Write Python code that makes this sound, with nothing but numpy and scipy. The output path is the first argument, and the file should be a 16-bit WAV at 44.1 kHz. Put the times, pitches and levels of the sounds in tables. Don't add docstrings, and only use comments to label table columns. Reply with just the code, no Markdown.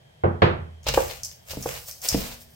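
import sys
import numpy as np
from scipy import signal
from scipy.fft import rfft, irfft
from scipy.io import wavfile

SR = 44100
rng = np.random.default_rng(int(sys.argv[2]) if len(sys.argv) > 2 else 0)


def bounce(signal):
    frames = np.transpose(np.atleast_2d(signal))
    limited = np.clip(frames, -1, 1)
    pcm = np.round(limited * 32767).astype(np.int16)
    wavfile.write(sys.argv[1], SR, pcm)


N = 112454
T = np.arange(N) / SR


def amp(db):
    return 10 ** (np.asarray(db) / 20)


def unit(x):
    return x / np.sqrt(np.mean(x ** 2))


def at_hz(hz, points):
    freqs, values = np.array(points).T
    return np.interp(np.log(np.maximum(hz, 1)), np.log(freqs), values)


def convolve(x, response):
    return signal.fftconvolve(np.atleast_2d(x), np.atleast_2d(response), axes=1)[:, :N]


def colour(x, spectrum, size=4096):
    hz = np.arange(size // 2 + 1) * SR / size
    cepstrum = irfft(np.log(amp(at_hz(hz, spectrum))))
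    cepstrum[1:size // 2] *= 2
    cepstrum[size // 2 + 1:] = 0
    response = irfft(np.exp(rfft(cepstrum)))
    return convolve(x, response / np.linalg.norm(response))


def rolloff(x, corner_hz, kind):
    return signal.sosfilt(signal.butter(2, corner_hz, kind, fs=SR, output="sos"), x)


def delay(x, seconds):
    silence = np.zeros(x.shape[:-1] + (int(seconds * SR),))
    return np.concatenate([silence, x], axis=-1)[..., :N]


def swell(attack_s):
    return 1 - np.exp(-T / attack_s)


def fade(t60_s):
    return np.exp(-np.log(1000) * T / t60_s)


def ring(modes, attack_s):
    return swell(attack_s) * sum(amp(db) * fade(t60) * np.sin(2 * np.pi * hz * T) for hz, db, t60 in modes)


def grains(per_s, spread_db, width=0.85):
    size = amp(spread_db * np.minimum(rng.exponential(size=N), 4))
    clicks = (rng.random(N) < per_s / SR) * size * rng.choice([-1, 1], N)
    pan = width * rng.standard_normal(N)
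    return unit(clicks * np.array([1 + pan, 1 - pan]))


def diffuse():
    # frequency_hz, correlation
    coherence = [(60, 0.89), (150, 0.91), (300, 0.11), (550, -0.22), (1100, -0.5), (2500, -0.27),
                 (5000, -0.35), (9000, 1)]
    mid, side = rfft(rng.standard_normal((2, N)))
    alike = at_hz(np.arange(len(mid)) * SR / N, coherence)
    mid, side = mid * np.sqrt(1 + alike), side * np.sqrt(1 - alike)
    return unit(irfft(np.array([mid + side, mid - side]), N))


def tail(decay_times):
    noise, centres = rfft(diffuse()), np.geomspace(60, 15000, 9)
    hz = np.arange(noise.shape[1]) * SR / N
    out = 0
    for centre in centres:
        band = at_hz(hz, list(zip(centres, centres == centre)))
        out = out + irfft(noise * band, N) * fade(at_hz(centre, decay_times))
    return out


def room_rumble():
    # frequency_hz, level_db
    spectrum = [(15, -77), (25, -21), (137, 0.5), (285, -21.5), (335, -16.5), (659, -10), (1370, -26),
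                (1650, -18.5), (2910, -25.5), (3160, -14), (3430, -23), (3920, -26), (16000, -45.5)]
    return amp(-55) * unit(colour(diffuse(), spectrum))


def room_response():
    # frequency_hz, t60_s
    decay_times = [(60, 0.65), (200, 0.27), (1000, 0.33), (4000, 0.37), (16000, 0.17)]
    return unit(delay(tail(decay_times), seconds=0.005)) / np.sqrt(N)


def knocks():
    # start_s, level_db, treble_corner_hz, boom_db
    blows = [(0.2357, -17, 1200, -15.5), (0.419, -11.5, 4500, -13)]
    # frequency_hz, level_db
    spectrum = [(25, -16), (55, -10), (100, -2), (170, -1.5), (270, -14), (420, 1.5), (800, -5),
                (1400, -8.5), (2700, -16.5), (4300, -23.5), (6000, -37), (10000, -43.5), (16000, -59.5)]
    # frequency_hz, t60_s
    decay_times = [(60, 0.61), (160, 0.62), (420, 0.35), (1100, 0.42), (2900, 0.38), (7700, 0.23)]
    # frequency_hz, level_db, t60_s
    wood_modes = [(81.8, -17, 1.5), (91.2, 1, 0.39), (132.6, -6, .36), (172, -1.5, 0.14), (196, -8, 0.33),
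                  (235.4, -12.5, 0.45), (343.8, -3, .34), (413, -8.5, 0.15), (502, -9.5, 0.36),
                  (512.8, -1.5, 0.22), (821, -4, 0.14), (1230, -4.5, 0.18), (1494, -20, .22),
                  (1492, -16, 0.18), (2020, -21, 0.25)]
    boom, out = ring(wood_modes, attack_s=0.0099), 0
    for start_s, level_db, corner_hz, boom_db in blows:
        blow = amp(level_db + 3) * rng.standard_normal(N) * fade(t60_s=0.051)
        direct = colour(blow, spectrum)[0] + amp(boom_db) * boom
        reflected = amp(level_db) * colour(tail(decay_times), spectrum)
        heard = np.array([direct, delay(direct, seconds=0.00043)]) + reflected
        out = out + delay(rolloff(heard * swell(attack_s=0.0014), corner_hz, "low"), start_s)
    return out * amp([[-1], [1]])


def bowl_bumps():
    # start_s, level_db, pitch_hz, thud_db, thud_corner_hz
    bumps = [(0.866, -15.5, 531, -43, 100), (0.884, -34, 493, -26.5, 130), (0.9398, -14, 498, -26, 90.7),
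             (0.9748, 1.5, 485.6, -28, 65), (1.533, -25, 522, -39.5, 198), (1.5714, -17.5, 254, -34.5, 246),
             (1.6582, -11, 456, -36.5, 222), (2.125, -35, 224, -25.5, 113), (2.1452, -5, 272, -22.5, 223),
             (2.156, -17, 216, -34, 250)]
    # pitch_ratio, level_db, t60_s
    rocking_modes = [(.8, -11, 0.035), (1.06, 4, 0.02), (1.65, 1.5, 0.016), (2.3, -11, 0.025),
                     (3.3, -22, 0.037)]
    # frequency_hz, level_db, t60_s
    board_modes = [(56, -13, 0.14), (83.2, 4.5, 0.08), (130, 4.5, 0.098), (184, 0, 0.12),
                   (236.3, -7.5, 0.77)]
    board, out = ring(board_modes, attack_s=0.0028), 0
    for start_s, level_db, pitch_hz, thud_db, corner_hz in bumps:
        bowl = ring([(pitch_hz * ratio, db, t60) for ratio, db, t60 in rocking_modes], attack_s=0.0019)
        bowl = rolloff(bowl + 1e-18, 0.6 * pitch_hz, "high")
        thud = rolloff(board, corner_hz, "low")
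        out = out + delay(amp(level_db) * bowl + amp(thud_db) * thud, start_s)
    return np.array([out, delay(out, seconds=0.00012)])


def steel_ticks():
    # start_s, level_db
    contacts = [(0.831, -47), (0.841, -44), (1.233, -24), (1.2464, -22.5), (1.2555, -29.5), (1.625, -27),
                (1.8831, -34), (1.911, -30.5), (2.0166, -33.5), (2.0861, -10)]
    # frequency_hz, level_db
    spectrum = [(1000, -33), (3500, -16.5), (4500, -10), (5200, 1), (6500, 3.5), (8000, -4.5),
                (10500, -9.5), (13000, -8.5), (16000, -12)]
    # frequency_hz, level_db, t60_s
    steel_modes = [(4480, 4, .05), (5430, 1, 0.082), (4980, 3.5, .13), (5450, 9, 0.069), (6320, 7, .13),
                   (6640, -6.5, .12), (7000, -13, 0.1), (7590, -4.5, 0.18)]
    out = 0
    for start_s, level_db in contacts:
        rattle = grains(per_s=35000, spread_db=1) * swell(attack_s=0.00044) * fade(t60_s=0.027)
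        excited = [(hz, db + 2 * rng.standard_normal(), t60) for hz, db, t60 in steel_modes]
        steel = amp(-22) * ring(excited, attack_s=0.0009)
        out = out + amp(level_db) * delay(colour(rattle, spectrum) + steel, start_s)
    return out


def scrapes():
    # peak_s, level_db, half_length_s
    drags = [(0.857, -51, 0.01), (0.885, -25, 0.014), (1.108, -35, 0.011), (1.766, -38.5, .018),
             (2.061, -41, 0.007), (2.21, -40, 0.071), (2.32, -42.5, 0.015)]
    # frequency_hz, level_db
    spectrum = [(100, -14), (300, -24), (480, 8), (700, 0), (1050, -2.5), (1600, -5.5), (4000, 0),
                (16000, -38)]
    drag = sum(amp(db) * np.exp(-((T - peak_s) / half_s) ** 2) for peak_s, db, half_s in drags)
    return colour(grains(per_s=900, spread_db=2) * drag, spectrum)


def crunches():
    # start_s, level_db, length_s
    presses = [(0.8667, -29.5, 0.014), (0.8849, -20.5, 0.0065), (0.9388, -25.5, 0.0039),
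               (0.944, -23, 0.004), (1.314, -48, 0.0033), (1.495, -40, 0.01), (1.507, -34.5, 0.014),
               (2.046, -32, 0.019), (2.125, -33, 0.026)]
    # frequency_hz, level_db
    spectrum = [(100, -13.5), (300, -6), (520, 5.5), (1000, -5.5), (1700, -3.5), (2800, 2.5), (3800, -1),
                (5200, 1), (7000, -6), (10000, -14), (16000, -10)]
    release_s, envelope = 0.0025, 0
    for start_s, level_db, length_s in presses:
        release = np.exp(-np.maximum(T - start_s - length_s, 0) / release_s)
        envelope = envelope + amp(level_db) * (T >= start_s) * release
    return colour(grains(per_s=8300, spread_db=2) * envelope, spectrum)


def clumps(per_s, spread_db):
    knots = np.arange(0, N / SR, 1 / per_s)
    return unit(amp(spread_db * np.interp(T, knots, rng.standard_normal(len(knots)))))


def rustle():
    # time_s, leaf_db, salt_db, rumble_db
    strokes = [(0.832, -63, -89, -67), (0.865, -55, -53, -35.5), (0.917, -59, -50, -50),
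               (0.96, -37, -37.5, -32.5), (1.04, -39, -39.5, -40.5), (1.115, -43, -43, -51),
               (1.16, -47.5, -46, -62), (1.22, -56.5, -58, -53), (1.33, -65, -52, -67),
               (1.41, -91, -64, -67), (1.45, -65, -61, -72), (1.486, -45.5, -44.5, -62),
               (1.516, -50, -37, -44), (1.56, -50.5, -48, -53), (1.61, -52, -45, -48),
               (1.68, -38.5, -38, -45.5), (1.765, -40.5, -41.5, -47.5), (1.80, -58, -42, -58),
               (1.845, -87, -48.5, -59), (1.889, -43, -37, -59), (1.94, -75, -51.5, -59),
               (2.0, -75, -49.5, -76), (2.031, -40, -37.5, -58.5), (2.059, -47, -30, -65),
               (2.12, -38.5, -37, -41), (2.185, -44, -36.5, -40), (2.235, -40.5, -38, -69),
               (2.33, -48, -46.5, -71), (2.37, -60.5, -52.5, -52), (2.42, -59, -49.5, -60),
               (2.462, -91, -63.5, -53.5), (2.55, -80, -54.5, -82)]
    # frequency_hz, level_db
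    leaf_spectrum = [(100, 2), (260, -25), (550, 8), (900, 1.5), (1500, 0.5), (2700, 2.5), (4000, -5.5),
                     (7000, 0), (16000, -40.5)]
    # frequency_hz, level_db
    salt_spectrum = [(1500, -32), (4000, -1.5), (5200, 5), (7000, 0), (8500, 3), (10500, -1.5), (13000, 4),
                     (16000, 4)]
    # frequency_hz, level_db
    rumble_spectrum = [(25, -28), (45, -13.5), (57, -2.5), (80, 11), (105, 1), (200, -20.5), (500, -87),
                       (2000, -82)]
    times, *contours = np.array(strokes).T
    leaf_gain, salt_gain, rumble_gain = (amp(np.interp(T, times, db)) * (T > times[0]) for db in contours)
    give = clumps(per_s=70, spread_db=2)
    leaves = grains(per_s=2600, spread_db=4, width=0.6) * leaf_gain * give * amp(0.5)
    salt = grains(per_s=3500, spread_db=2.5, width=0.28) * salt_gain * give
    rumble = rumble_gain * unit(colour(rng.standard_normal(N), rumble_spectrum))
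    left, right = colour(leaves, leaf_spectrum)
    return np.array([left, delay(right, seconds=0.00027)]) + colour(salt, salt_spectrum) + rumble


def scene():
    room = room_response()
    herbs = rustle() + crunches() + scrapes()
    ticks, bumps = steel_ticks(), bowl_bumps()
    reverberation = convolve(amp(-5) * herbs + amp(-4) * ticks + amp(-4.5) * bumps, room)
    return herbs + ticks + bumps + reverberation + knocks() + room_rumble()


def record(dry):
    top_hz = 15900
    return signal.sosfilt(signal.ellip(10, .2, 70, top_hz, fs=SR, output="sos"), np.clip(dry, -1, 1))


dry = scene()
out = record(dry)
bounce(out)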